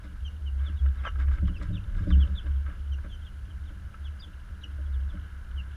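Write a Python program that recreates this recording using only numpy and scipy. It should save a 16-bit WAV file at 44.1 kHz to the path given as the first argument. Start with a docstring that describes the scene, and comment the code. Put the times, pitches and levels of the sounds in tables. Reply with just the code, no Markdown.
"""Inside a small wooden coop, young chicks peep softly: short falling whistles that the close walls smear.
They scuff and peck in the shavings, and a wing beat puffs the air as one flutters up to a perch.
Their steps knock the floor boards, and their shifting weight makes the box boom at its lowest note.
Behind them lie a low rumble, a fan-like whirr, a faint hum and a hiss."""
import sys
import numpy as np
from scipy import signal
from scipy.fft import rfft, irfft, next_fast_len
from scipy.io import wavfile
from scipy.ndimage import map_coordinates

SR = 44100
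rng = np.random.default_rng(int(sys.argv[2]) if len(sys.argv) > 2 else 0)


def to_wav(sig):
    """Store sig (one row per channel, or 1-D mono) as 16-bit WAV at the path in sys.argv[1].

    Samples outside -1..1 are clipped; the rate is SR.
    """
    pcm = np.clip(np.atleast_2d(sig), -1, 1) * 32767
    pcm = np.round(pcm).astype(np.int16)
    wavfile.write(sys.argv[1], SR, pcm.T)  # frames by channels


N = 254016

# Tone colours of the noises, from low to high: frequency_hz, relative_db
RUMBLE_COLOUR = [(8, -13), (20, -15), (35, -1), (50, -7.5), (80, -12), (130, -24.5), (250, -37)]
ROOM_COLOUR = [(70, 0), (100, 6), (150, -21), (250, -15), (310, -12), (450, -18.5), (600, -17.5),
               (800, -19.5), (1500, -22.5), (2500, -26), (3500, -52)]
WHIRR_COLOUR = [(700, -38), (1000, -6.5), (1150, -9.5), (1320, -2), (1480, 2), (1680, -0.5), (1850, -13.5),
                (2050, -9), (2500, -21.5)]
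HISS_COLOUR = [(2000, -22.5), (2600, -5.5), (3400, -6), (3900, 0), (4400, -2), (6700, -4.5), (7800, -9),
               (9600, -5.5), (10400, -0.5), (10700, -10.5), (12300, -12.5), (13300, -10.5), (15500, -12.5)]
SIZZLE_COLOUR = [(2400, -41.5), (2650, -6), (2850, -2), (3100, -3), (3450, -9.5), (3700, -11),
                 (4100, -20.5)]
SHAVINGS_COLOUR = [(1500, -27), (3000, -5.5), (3700, 9.5), (4300, -3), (5100, 2.5), (6000, -7),
                   (7800, -5.5), (9500, -18), (15000, -30.5)]
PUFF_COLOUR = [(300, -15), (450, -4.5), (590, 1.5), (720, -2), (950, 0), (1300, 2), (2200, -15),
               (3000, -28)]
# The steady tones of the hum: pitch_hz, level_db
HUM_TONES = [(196, -63), (1309, -75), (4941, -94)]
# How the whirr rises and falls: time_s, relative_db
WHIRR_LEVELS = [(0.0, -60.5), (0.34, -65), (1.04, -61.5), (2.42, -58.5), (2.74, -62.5), (5.76, -58.5)]
# The notes at which the hollow coop rings: pitch_hz, width_hz, gain_db
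COOP_NOTES = [(550, 91, -11), (1012, 69, -8.5), (1147, 40, -3), (1317, 37.5, 3.5), (1478, 27, 0.5),
              (1587, 56, 3), (1684, 72, -2), (1750, 61, -6), (2163, 270, -9.5), (3030, 210, -15.5),
              (3550, 140, -23)]
# The notes of the floor boards: pitch_hz, relative_db, ring_s (time to fade by 60 dB)
BOARD_NOTES = [(98.9, 1, 0.76), (139.2, -10.5, 0.4), (177.4, 4, 0.3), (194.2, -2, 0.27), (251.5, -14, 0.25),
               (296.1, -6, 0.18), (339, -12.5, 0.077), (468, -19.5, 0.05), (557, -18, 0.093),
               (604, -20, 0.085)]
# First echoes off the walls: typical_delay_s, gain_db
WALL_ECHOES = [(.0013, -9.5), (.0029, -7), (.0047, -31.5), (.0068, -20), (.0095, -22.5), (.036, -26.5)]
# Shifts of weight that swing the box: start_s, length_s, level_db
SWAYS = [(0.199, .11, -33.5), (0.385, 0.47, -28.5), (0.799, 0.15, -19.5), (0.953, 0.15, -30.5),
         (1.107, 0.31, -26), (1.261, 0.091, -21), (1.388, 0.14, -24.5), (2.096, .19, -15.5),
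         (2.278, 0.1, -26), (2.437, 0.28, -25), (2.665, 0.46, -34.5), (3.841, 0.055, -31.5),
         (3.97, 0.196, -38), (4.714, 0.24, -31.5), (4.868, 0.29, -30), (5.153, 0.094, -34),
         (5.487, 0.21, -30)]
# Footfalls on the boards: start_s, relative_db, hardness_db_per_octave
STEPS = [ (0.045, -43, 11), (.679, -42.5, -3), (.852, -47, 9), (1.192, -42.5, 8), (1.283, -45, 3),
         (1.421, -25.5, 0.5), (1.488, -32.5, 2.5), (1.612, -39.5, 12), (1.683, -32.5, -10),
         (1.715, -31, -3), (1.951, -37.5, -2), (2.004, -30.5, -2.5), (2.068, -23.5, 7), (2.102, -27, 4),
         (2.165, -29.5, -1.5), (2.295, -36.5, 4), (2.454, -43.5, 12), (2.679, -43, 9.5), (3.044, -41, 12.5),
         (3.702, -47.5, 12), (4.785, -50, 15.5), (5.136, -37, 6.5)]
# Taps of beaks and claws: start_s, relative_db
TAPS = [(.8584, -29.5), (1.1544, -32), (1.2804, -29.5), (1.3122, -28), (1.3827, -28.5), (1.478, -35.5),
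        (1.6117, -29.5), (1.9478, -34.5), (1.986, -30), (2.1032, -28.5), (2.6618, -30), (2.6984, -34),
        (2.9832, -35.5), (3.94, -31), (5.1705, -35.5)]
# Scuffs of feet and feathers: start_s, length_s, level_db, crisp_db (treble, relative to level_db)
SCUFFS = [ (0.029, 0.042, -52.5, -13.5), (.15, 0.03, -61, -25), (0.285, 0.045, -59, -25),
          (0.559, 0.24, -54.5, -20), (0.795, 0.17, -60, -19), (0.928, 0.25, -53.5, -20),
          (1.034, 0.061, -36.5, -31), (1.18, 0.078, -45, -19.5), (1.261, 0.048, -52, -21),
          (1.305, 0.071, -47.5, -17.5), (1.371, 0.014, -49, -22), (1.467, 0.034, -50.5, -15),
          (1.593, 0.1, -51, -17), (1.621, 0.024, -52.5, -6), (1.919, 0.23, -56.5, -13),
          (2.1, .018, -46, -16), (2.12, 0.26, -57, -13.5), (2.457, .03, -47.5, -24),
          (2.645, 0.14, -53.5, -30), (3.032, 0.048, -54, -27), (3.685, .035, -58, -24),
          (5.097, 0.071, -59.5, -18)]
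# The chicks' calls: start_s, length_s, start_hz, end_hz, bend (above 1, the pitch drops late),
# level_db, octave_db (overtone, relative to level_db)
PEEPS = [ (0.242, 0.047, 3214, 2780, 1.7, -46.5, -21), (0.451, .046, 3190, 2650, 1.33, -53.5, -35),
         (0.593, 0.013, 3250, 2920, 1.2, -59, -25), (0.647, 0.055, 3625, 2620, 2, -52.5, -37),
         (0.752, 0.062, 3690, 2930, 2.7, -62.5, -33), (.968, 0.052, 3930, 2750, 1.5, -66.5, -30),
         (1.051, 0.042, 3265, 2750, 1.43, -45.5, -20), (1.462, 0.045, 3540, 2710, 0.85, -56.5, -33),
         (1.537, 0.044, 3410, 2400, 0.87, -53.5, -28), (1.563, 0.029, 5220, 4940, 1, -66, -30),
         (1.725, 0.04, 3680, 3500, 1.6, -56, -32), (1.752, .033, 3700, 2520, .9, -50, -28),
         (2.08, .02, 4900, 4920, 1, -67, -32), (2.097, 0.055, 3990, 2663, 0.91, -48, -24.5),
         (2.195, .05, 3376, 2680, 2.1, -45, -37), (2.346, 0.059, 3660, 2660, 2.9, -45, -31),
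         (2.554, .026, 3560, 2900, 1.3, -64.5, -33), (2.916, 0.034, 3150, 2680, 1.8, -50.5, -19),
         (3.09, 0.076, 3650, 2895, .7, -55, -18), (3.202, 0.047, 3650, 2820, 1, -65, -23),
         (3.241, .052, 3630, 2810, 1.35, -58, -32), (3.494, 0.03, 3400, 2850, 1.03, -62, -30),
         (3.655, 0.045, 3930, 2900, 1.1, -62.5, -30), (4.04, .046, 3640, 2700, 1.16, -54, -22),
         (4.192, 0.025, 4920, 4700, 3.2, -56.5, -35), (4.212, 0.048, 3700, 3070, 1.16, -51, -25),
         (4.61, .018, 3950, 3780, 0.81, -63, -27), (4.631, 0.018, 3470, 2630, 0.79, -44, -20),
         (4.852, 0.027, 3470, 3050, 1.5, -66, -25), (4.92, 0.05, 4000, 2900, 1.1, -63, -30),
         (5.084, 0.033, 3780, 3000, 1.6, -61, -32), (5.563, 0.049, 3260, 2665, 0.85, -48.5, -41)]


def amp(db):
    """Turn decibels into a gain."""
    return 10 ** (np.asarray(db) / 20)


def unit(x):
    """Scale a sound to an average (rms) level of 1."""
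    return x / np.sqrt(np.mean(x ** 2) + 1e-20)


def wobble(rate_hz):
    """A smooth curve through rate_hz random values a second."""
    values = rng.standard_normal(int(N * rate_hz / SR) + 4)
    return map_coordinates(values, [np.arange(N) * rate_hz / SR])


def filtered(x, response):
    """Filter a sound; response(hz) gives the gain at each frequency."""
    size = next_fast_len(N + SR // 2)
    return irfft(rfft(x, size) * response(np.fft.rfftfreq(size, 1 / SR)), size)[:N]


def coloured(x, colour):
    """Give a sound a tone colour, at level 1."""
    points_hz, db = np.transpose(colour)
    return unit(filtered(
        x, lambda hz: amp(np.interp(np.log(hz + 1), np.log(points_hz), db, left=-120, right=-120))))


def noise(colour):
    """Noise with a tone colour, at level 1."""
    return coloured(rng.standard_normal(N), colour)


def resonate(x, notes):
    """Let a sound ring at notes given as (pitch_hz, width_hz, gain_db)."""
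    return filtered(x, lambda hz: sum(
        (-1) ** k * amp(db) * 1j * hz * width / (pitch ** 2 - hz ** 2 + 1j * hz * width)
        for k, (pitch, width, db) in enumerate(notes)))


def add(track, start_s, sound):
    """Mix a sound into the track at start_s."""
    part = track[max(round(start_s * SR), 0):][:len(sound)]
    part += sound[:len(part)]


def swell(length_s, crest=0.31):
    """A smooth rise and fall; crest is the share of its length spent rising."""
    progress = np.linspace(0, 1, max(round(length_s * SR), 8))
    return np.sin(np.pi * np.interp(progress, [0, crest, 1], [0, .5, 1]))


def fidget_level(rest_db, follow_db, settle_s=0.15):
    """A gain that builds up to each footfall and settles back to rest_db after it."""
    t = np.arange(N) / SR
    power = sum(amp(db) ** 2 * np.exp(-np.abs(t - step_s) / settle_s) for step_s, db, _ in STEPS)
    return np.hypot(amp(rest_db), amp(follow_db) * np.sqrt(power))


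def hiss(flicker_db=4):
    """An even hiss, with a flickering sizzle near 3 kHz."""
    sizzle = unit(noise(SIZZLE_COLOUR) * amp(flicker_db * wobble(130)))
    return amp(-71) * noise(HISS_COLOUR) + amp(-69) * sizzle


def background():
    """A faint hum, a rumble that grows when the birds move, a fan-like whirr and steady room noise."""
    t = np.arange(N) / SR
    hum = sum(np.sqrt(2) * amp(db) * np.sin(2 * np.pi * hz * t + wobble(8)) for hz, db in HUM_TONES)
    rumble = fidget_level(rest_db=-43.5, follow_db=-7) * noise(RUMBLE_COLOUR)
    whirr_db = np.interp(t, *np.transpose(WHIRR_LEVELS)) + 0.5
    whirr = amp(whirr_db) * noise(WHIRR_COLOUR)
    return hum + rumble + whirr + amp(-57.5) * noise(ROOM_COLOUR)


def box_boom(pitch_hz=68.3, width_hz=18.5, tremble_db=-40, wander=0.0395):
    """The whole box trembles at its lowest note and booms when the birds shift their weight."""
    tremble = rng.standard_normal(N)
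    for _ in range(2):
        tremble = resonate(tremble, [(pitch_hz, width_hz, 0)])
    power = np.zeros(N)
    for start_s, length_s, db in SWAYS:
        add(power, start_s, (amp(db) * swell(length_s, crest=0.33)) ** 2)
    swing = np.sqrt(power)
    # A strong swing holds its pitch; a weak one is jostled by every small push.
    jostle = wander * wobble(28) / (1 + swing / amp(-22))
    phase = 2 * np.pi * np.cumsum(pitch_hz * (1 + jostle)) / SR
    return amp(tremble_db) * unit(tremble) + np.sqrt(2) * swing * np.sin(phase)


def shuffle(lumps_db=4, tilt_db_per_octave=1.5):
    """Small restless steps keep the boards trembling, most around the heavy footfalls."""
    pushes = rng.standard_normal(N) * amp(lumps_db * wobble(40))
    notes = [(hz, np.log(1000) / np.pi / ring_s, db + tilt_db_per_octave * np.log2(hz / 200))
             for hz, db, ring_s in BOARD_NOTES]
    return fidget_level(rest_db=-63.5, follow_db=-26) * unit(resonate(pushes, notes))


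def steps(attack_s=0.0051, gain_db=-4):
    """Each footfall rings the boards a little differently; a hard one favours the higher notes."""
    out, t = np.zeros(N), np.arange(SR // 2) / SR
    for start_s, db, hardness in STEPS:
        ring = np.zeros(len(t))
        for hz, note_db, ring_s in BOARD_NOTES:
            strength_db = note_db + hardness * np.log2(hz / 200) + rng.normal(0, 1.5)
            fade = amp(strength_db - 60 * t / ring_s)
            ring += rng.choice([-1, 1]) * fade * np.sin(2 * np.pi * hz * t)
        add(out, start_s, amp(db + gain_db) * ring * (1 - np.exp(-t / attack_s)))
    return out


def hollow_coop(x, dull_hz=5000):
    """The wooden box rings with a sound, while its bedding swallows the treble."""
    return filtered(resonate(x, COOP_NOTES), lambda hz: 1 / (1 + 1j * hz / dull_hz))


def scuffs(clump_db=2.5):
    """Feet and feathers drag over wood and shavings in clumps of tiny slips."""
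    wood_level, crisp_level = np.zeros(N), np.zeros(N)
    for start_s, length_s, db, crisp_db in SCUFFS:
        add(wood_level, start_s, amp(db) * swell(length_s))
        add(crisp_level, start_s, amp(db + crisp_db) * swell(length_s))
    slips = rng.standard_normal(N) * amp(clump_db * wobble(350))
    wood = hollow_coop(wood_level * slips) / np.std(hollow_coop(slips))
    return wood + crisp_level * coloured(slips, SHAVINGS_COLOUR)


def taps(attack_s=0.0008, fade_s=0.02, gain_db=11):
    """A beak or claw, cushioned by shavings, gives a brief scratch that rings the box."""
    scratches, t = np.zeros(N), np.arange(SR // 10) / SR
    cushion = 1 - np.exp(-t / attack_s)
    for start_s, db in TAPS:
        add(scratches, start_s, cushion * amp(db - 60 * t / fade_s) * rng.standard_normal(len(t)))
    return amp(gain_db) * hollow_coop(scratches)


def wing_beat(start_s=1.066, length_s=0.019, level_db=-37.5):
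    """One wing beat pushes out a dull puff of air."""
    push = np.zeros(N)
    add(push, start_s, amp(level_db) * swell(length_s))
    return push * noise(PUFF_COLOUR)


def wall_smear(x, fade_s=0.11, tail_db=-12, gap_s=0.0069):
    """The close walls follow a sound with a dense, very short tail of echoes."""
    t = np.arange(SR // 4) / SR
    tail = rng.standard_normal(len(t)) * amp(-60 * t / fade_s) * (t > gap_s)
    return x + amp(tail_db) * signal.fftconvolve(x, tail / np.linalg.norm(tail))[:N]


def peeps(waver=0.01, rasp_waver=0.022, rasp_range_hz=(3250, 3830), flutter_db=0.6, beak_hz=6400):
    """Each peep is a thin falling whistle with a weak octave above; a tremor roughens the high ones."""
    out, drift, flutter = np.zeros(N), wobble(600), wobble(200)
    for start_s, length_s, start_hz, end_hz, bend, db, octave_db in PEEPS:
        breath = swell(length_s, crest=0.71)
        progress = np.linspace(0, 1, len(breath))
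        here = round(start_s * SR) + np.arange(len(breath))
        rasp = np.interp(start_hz, rasp_range_hz, [0, 1])
        glide_hz = start_hz + (end_hz - start_hz) * progress ** bend
        pitch_hz = glide_hz * (1 + (waver + rasp * rasp_waver) * drift[here])
        phase = 2 * np.pi * np.cumsum(pitch_hz) / SR
        strength = np.sqrt(2) * breath * amp(db + (1 + rasp) * flutter_db * flutter[here])
        call = strength * (np.sin(phase) + amp(octave_db) * np.sin(2 * phase))
        add(out, start_s, call)
        # Each bird stands at its own distance from the walls, whose echoes make the whistle ripple.
        for delay_s, echo_db in WALL_ECHOES:
            add(out, start_s + delay_s * rng.uniform(.8, 1.2), amp(echo_db) * call)
    return filtered(out, lambda hz: 1 / np.sqrt(1 + (hz / beak_hz) ** 20))  # steep treble cut


def scene():
    """Moving, peeping chicks over the background, in one channel."""
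    movement = scuffs() + taps() + steps() + shuffle() + box_boom()
    return (wall_smear(peeps()) + wing_beat() + movement + background() + hiss())[None]


def record(dry, top_hz=15500):
    """Cut away the very highest treble."""
    return filtered(dry[0], lambda hz: hz < top_hz)[None]


dry = scene()
out = record(dry)
to_wav(out)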